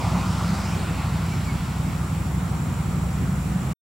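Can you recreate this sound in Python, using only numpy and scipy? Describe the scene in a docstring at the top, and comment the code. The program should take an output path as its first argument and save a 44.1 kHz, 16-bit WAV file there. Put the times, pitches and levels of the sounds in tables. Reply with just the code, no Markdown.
"""At the edge of a grass airfield, on a camera's stereo microphone. A glider skims in low and close, its
air rush combed by the reflection off the ground. Two piston engines idle out of sight, one steady, one
slowing; there is a low rumble, a breeze hisses, crickets and a katydid sing, and the camera's own tape
drum whines faintly. At 0.8 s the wheel brushes the turf and the glider recedes. A bird chirps twice,
and from 1.6 s a nearer cricket trills four times."""
import sys
import numpy as np
from scipy import signal
from scipy.fft import rfft, irfft, next_fast_len
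from scipy.io import wavfile
from scipy.ndimage import uniform_filter1d, map_coordinates

SR = 44100
rng = np.random.default_rng(int(sys.argv[2]) if len(sys.argv) > 2 else 0)


def unload_audio(sound):
    """Save the sound as a 16-bit wav file, at the path given as the first command line argument."""
    columns = np.transpose(np.atleast_2d(sound))
    # keep every value between -1 and 1, then stretch to whole-number steps
    steps = np.round(np.clip(columns, -1, 1) * 32767)
    wavfile.write(sys.argv[1], SR, steps.astype(np.int16))


N = 176400

# how alike the open field sounds at the left and right capsules: frequency_hz, correlation
FIELD_CORRELATION = [(150, 0.77), (300, 0.88), (1000, 0.56), (4000, 0.466), (8000, 0.22), (13000, 0.57)]


def amp(db):
    """Decibels to gain."""
    return 10 ** (np.asarray(db) / 20)


def unit(x):
    """x at rms 1."""
    return x / np.sqrt(np.mean(x ** 2) + 1e-20)


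def clock():
    """The time of every sample in seconds."""
    return np.arange(N) / SR


def along(points, hz):
    """(frequency_hz, value) points read on a log axis."""
    f, v = np.transpose(points)
    return np.interp(np.log(hz + 1), np.log(f + 1), v)


def curves(rows):
    """One value per sample for each column after the time."""
    time_s, *columns = np.transpose(rows)
    return [np.interp(clock(), time_s, column) for column in columns]


def wobble(rate):
    """A smooth random curve, rate knots a second."""
    return map_coordinates(rng.standard_normal(2 ** 10), [clock() * rate], mode="mirror")


def filtered(x, response):
    """x times a response of frequency."""
    size = next_fast_len(N + SR // 4)
    return irfft(rfft(x, size) * response(np.fft.rfftfreq(size, 1 / SR)), size)[..., :N]


def stereo_noise(spectrum, correlation, patchy_db):
    """Coloured stereo noise of rms 1, with patches of random gain in time and frequency."""
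    bins = signal.stft(rng.standard_normal((2, N)), nperseg=512)[2]
    patches = uniform_filter1d(rng.standard_normal(bins.shape[1:]), size=5, axis=0)
    patches = unit(uniform_filter1d(patches, size=14, axis=1))
    pair = signal.istft(bins * amp(patchy_db * patches), nperseg=512)[1][:, :N]

    def mid_side_gains(hz):
        angle = np.arccos(np.clip(along(correlation, hz), -1, 1)) / 2
        return amp(along(spectrum, hz)) * [np.cos(angle), np.sin(angle)]

    mid, side = filtered(pair, mid_side_gains)
    return unit(np.array([mid + side, mid - side]))


def glider():
    """Turbulence at the airbrakes; as the glider sinks, the ground echo lags less and its comb rises."""
    # the rush on the direct path to the microphone: time_s, level_db, treble_gain_db
    flyby = [(0, -33.5, -0.5), (.15, -33, -1.5), (.29, -35.5, 0.5), (.42, -34.5, 0.5), (.56, -37, 3.5),
             (.71, -36.5, 2), (.78, -36.5, 1), (.9, -34.5, -5.5), (1.1, -37, -4.5), (1.4, -38, -2.5),
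             (1.8, -43, -3), (2.4, -55, -2.5), (3.7, -72.5, -3.5)]
    # lag of the ground reflection: time_s, lag_ms
    ground_lag = [(0, .66), (.12, .62), (.28, .49), (.42, .39), (.55, .32), (.66, .262), (.73, .225),
                  (.8, .17), (1, .135), (3.7, .09)]
    # colour of the rush: frequency_hz, density_db
    rush_spectrum = [(150, -9.5), (400, -12), (600, -6.5), (780, -2), (1350, -6), (1650, -14.5),
                     (2400, -13), (3000, -17), (3800, -17.5), (5200, -17), (6500, -21.5), (8800, -25),
                     (12000, -38.5), (16000, -45.5)]
    # its left-right likeness: frequency_hz, correlation
    rush_correlation = [(300, 0.9), (1500, 1), (8000, 0.91)]
    treble_hz, ground_share, lag_smear = 3200, .52, .125
    level_db, treble_db = curves(flyby)
    lag_ms, = curves(ground_lag)
    rush = stereo_noise(rush_spectrum, rush_correlation, patchy_db=1.5)
    treble = filtered(rush, lambda hz: 1 - 1 / (1 + (hz / treble_hz) ** 6))
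    direct = rush + (amp(treble_db) - 1) * treble
    paths = np.linspace(-2, 2, 9)  # the grass smears the reflection over a spread of lags
    shares = np.exp(-paths ** 2 / 2)
    reflected = np.zeros((2, N))
    for path, share in zip(paths, shares / shares.sum()):
        earlier = np.arange(N) - lag_ms * (1 + lag_smear * path) * SR / 1000
        reflected += share * np.array([np.interp(earlier, np.arange(N), side) for side in direct])
    return amp(level_db) * (direct - ground_share * reflected)  # a grazing reflection is inverted


def slowing_engine():
    """Each firing's puff rings the exhaust pipe; the uneven puffs throb about twelve times a second."""
    # falling shaft speed: time_s, speed_rpm
    speed = [(0, 1590.7), (.3, 1568.3), (.6, 1555.9), (1.2, 1515.6), (2, 1454.8), (2.8, 1394.9),
             (3.7, 1323.7)]
    # the loping beat within one four-stroke cycle: place_in_cycles, level_db
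    firings = [(.12, -15), (.276, -15), (.43, -8), (.561, 0), (.82, -4.5), (.963, 0)]
    # resonances of the exhaust pipe: centre_hz, width_hz
    pipe_modes = [(72, 56), (140, 52)]
    # colour of the muffler: frequency_hz, gain_db
    muffler = [(25, -31.5), (45, -0.5), (62, 0), (72, -5), (90, 0.5), (115, 2), (135, -1), (165, 2.5),
               (186, 2), (210, -1.5), (240, -9.5), (280, -0.5), (400, -12.5), (800, -24)]
    level_db, scatter_db = -26.3, 1.2
    rpm, = curves(speed)
    cycles = np.cumsum(rpm / 120) / SR  # two shaft turns to a cycle
    puffs = np.zeros(N)
    for place, db in firings:
        at = np.searchsorted(cycles, np.arange(place, cycles[-1]))
        puffs[at] += amp(db + scatter_db * rng.standard_normal(len(at)))

    def exhaust(hz):
        modes = [1j * hz * width / (centre ** 2 - hz ** 2 + 1j * hz * width)
                 for centre, width in pipe_modes]
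        return np.prod(modes, axis=0) * amp(along(muffler, hz))

    return -amp(level_db) * unit(filtered(puffs, exhaust))


def steady_engine():
    """A smoother exhaust farther off: low, wavering partials locked to the cycle of two shaft turns."""
    # idling shaft speed: time_s, speed_rpm
    speed = [(0, 1308), (0.7, 1289), (1.4, 1304), (2.4, 1317), (3.7, 1306)]
    # exhaust partials: multiple_of_cycle_rate, level_db
    partials = [(6, -34.5), (9, -43), (12, -37.5), (14, -48), (15, -43), (16, -40.5), (18, -47.5),
                (20, -45.5), (24, -55.5)]
    waver_db, waver_rad = 1.3, .08
    rpm, = curves(speed)
    cycles = np.cumsum(rpm / 120) / SR
    out = np.zeros(N)
    for order, db in partials:
        phase = 2 * np.pi * (order * cycles + rng.random()) + waver_rad * wobble(4)
        out += amp(db + waver_db * wobble(3.5)) * np.sin(phase)
    return np.sqrt(2) * out


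def low_rumble():
    """A steady low rumble, with a deep noise that swells near the start and again near the end."""
    # colour of the rumble: frequency_hz, density_db
    rumble_spectrum = [(20, -39.5), (40, -8.5), (70, -1), (100, -3), (175, -2.5), (250, -2), (300, -10),
                       (345, -8), (410, -17.5), (800, -44.5)]
    # colour of the deep noise: frequency_hz, density_db
    deep_spectrum = [(60, -23), (95, -7), (130, -5), (150, -5.5), (182, 1.5), (200, -4.5), (230, -27),
                     (400, -59)]
    # loudness of the deep noise: time_s, level_db
    deep_levels = [(0, -30), (.24, -24.5), (.38, -37), (.52, -27), (.65, -34.5), (1, -34.5), (1.4, -38.5),
                   (2.6, -43.5), (3.1, -33), (3.65, -31)]
    rumble = amp(-34.5) * stereo_noise(rumble_spectrum, FIELD_CORRELATION, patchy_db=2.0)
    deep_db, = curves(deep_levels)
    deep_noise = amp(deep_db) * stereo_noise(deep_spectrum, correlation=[(150, 1.0)], patchy_db=1.5)
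    return rumble + deep_noise


def breeze():
    """A light, even hiss from the grass and trees around the microphone."""
    # colour of the hiss: frequency_hz, density_db
    spectrum = [(200, -10), (500, -2.5), (590, -4.5), (720, -0.5), (1380, -2), (1650, -9.5), (2200, -9.5),
                (3400, -16), (5000, -20), (6500, -19.5), (8700, -23), (10500, -25.5), (15500, -27.5)]
    level_db = -37.5 + .3 * wobble(7.8)
    return amp(level_db) * stereo_noise(spectrum, FIELD_CORRELATION, patchy_db=0.78)


def cricket_chorus():
    """Many ground crickets out in the meadow merge into a shimmering band, slightly to the right."""
    # band of the chorus: frequency_hz, density_db
    spectrum = [(6200, -38), (6750, -23), (6980, -1), (7750, 0), (8100, -8.5), (8900, -10.5), (9600, -41.5)]
    level_db, pan_db = -50.5 + .78 * wobble(90), .5
    chorus = amp(level_db) * stereo_noise(spectrum, correlation=[(7500, .45)], patchy_db=0.8)
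    return chorus * amp([[-pan_db], [pan_db]])


def katydid():
    """One katydid ticks evenly, pitched far above the crickets."""
    pitch_hz, ticks_per_s, half_tick_s = 13300, 40.7, .0003
    strokes = ticks_per_s * clock() + .05 * wobble(4.7)
    from_tick_s = (strokes % 1 - .5) / ticks_per_s
    phase = 2 * np.pi * np.cumsum(pitch_hz + 600 * wobble(200)) / SR
    ticks = amp(-47.7 + 2 * wobble(20)) * np.exp(-(from_tick_s / half_tick_s) ** 2)
    return np.sqrt(2) * ticks * np.sin(phase)


def camera_whine():
    """The tape drum's whine and the line scan's whistle reach the microphone through the case."""
    # partials of the drum: multiple_of_drum_tone, level_db
    partials = [(18, -70), (19, -64), (27, -70), (31, -70), (32, -66), (33, -63), (34, -65), (35, -71),
                (36, -74), (37, -72), (39, -73), (47, -73), (48, -74), (51, -74)]
    drum_hz, scan_hz, scan_db = 299.7, 15734, -66
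    tones = [(order * drum_hz, db) for order, db in partials] + [(scan_hz, scan_db)]
    whine = sum(amp(db) * np.sin(2 * np.pi * (hz * clock() + rng.random())) for hz, db in tones)
    return np.sqrt(2) * whine


def touchdown():
    """A soft, distant scuff as the wheel brushes the grass."""
    # dull colour of wheel on turf: frequency_hz, density_db
    spectrum = [(150, -23), (240, -13), (350, 0), (480, -4.5), (700, -5.5), (1500, -19.5), (4000, -48.5)]
    peak_s, half_length_s, peak_db = .81, .06, -38
    swell = np.exp(-((clock() - peak_s) / half_length_s) ** 2)
    return amp(peak_db) * swell * stereo_noise(spectrum, FIELD_CORRELATION, patchy_db=1.0)


def bird():
    """Two short, faint whistles, each a slightly ragged glide under a smooth swell."""
    # the whistles: start_s, length_s, start_hz, end_hz, level_db
    chirps = [(1.305, .05, 2310, 2295, -38.3), (1.462, .07, 2370, 2110, -37.2)]
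    waver_hz = 18
    out = np.zeros(N)
    for start_s, length_s, start_hz, end_hz, db in chirps:
        progress = np.clip((clock() - start_s) / length_s, 0, 1)
        hz = start_hz + (end_hz - start_hz) * progress + waver_hz * wobble(200)
        out += amp(db) * np.sin(np.pi * progress) * np.sin(2 * np.pi * np.cumsum(hz) / SR)
    return out


def near_cricket():
    """One cricket nearer the microphone gives brief trills, raspy with a fast jitter of pitch."""
    # the trills: peak_s, pitch_hz, level_db
    trills = [(1.61, 8250, -56), (2.18, 8250, -54), (2.8, 8900, -57), (3.46, 8950, -55.5)]
    half_length_s, jitter_hz = .04, 160
    out = np.zeros(N)
    for peak_s, hz, db in trills:
        phase = 2 * np.pi * np.cumsum(hz + jitter_hz * wobble(270)) / SR
        swell = np.exp(-((clock() - peak_s) / half_length_s) ** 2)
        out += amp(db) * swell * np.sin(phase)
    return out


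def scene():
    """Everything that reaches the microphone at the edge of the strip."""
    landing = glider() + touchdown()
    engines = slowing_engine() + steady_engine()
    field = low_rumble() + breeze() + cricket_chorus() + katydid() + near_cricket() + bird()
    return landing + engines + field + camera_whine()


def record(dry):
    """The camera leans slightly right, stops just before the end and keeps nothing above its band."""
    balance_db, stop_s, fade_s, top_hz = .22, 3.734, .008, 15900
    running = np.clip((stop_s - clock()) / fade_s, 0, 1)
    return filtered(dry * running * amp([[-balance_db], [balance_db]]), lambda hz: hz < top_hz)


dry = scene()
out = record(dry)
unload_audio(out)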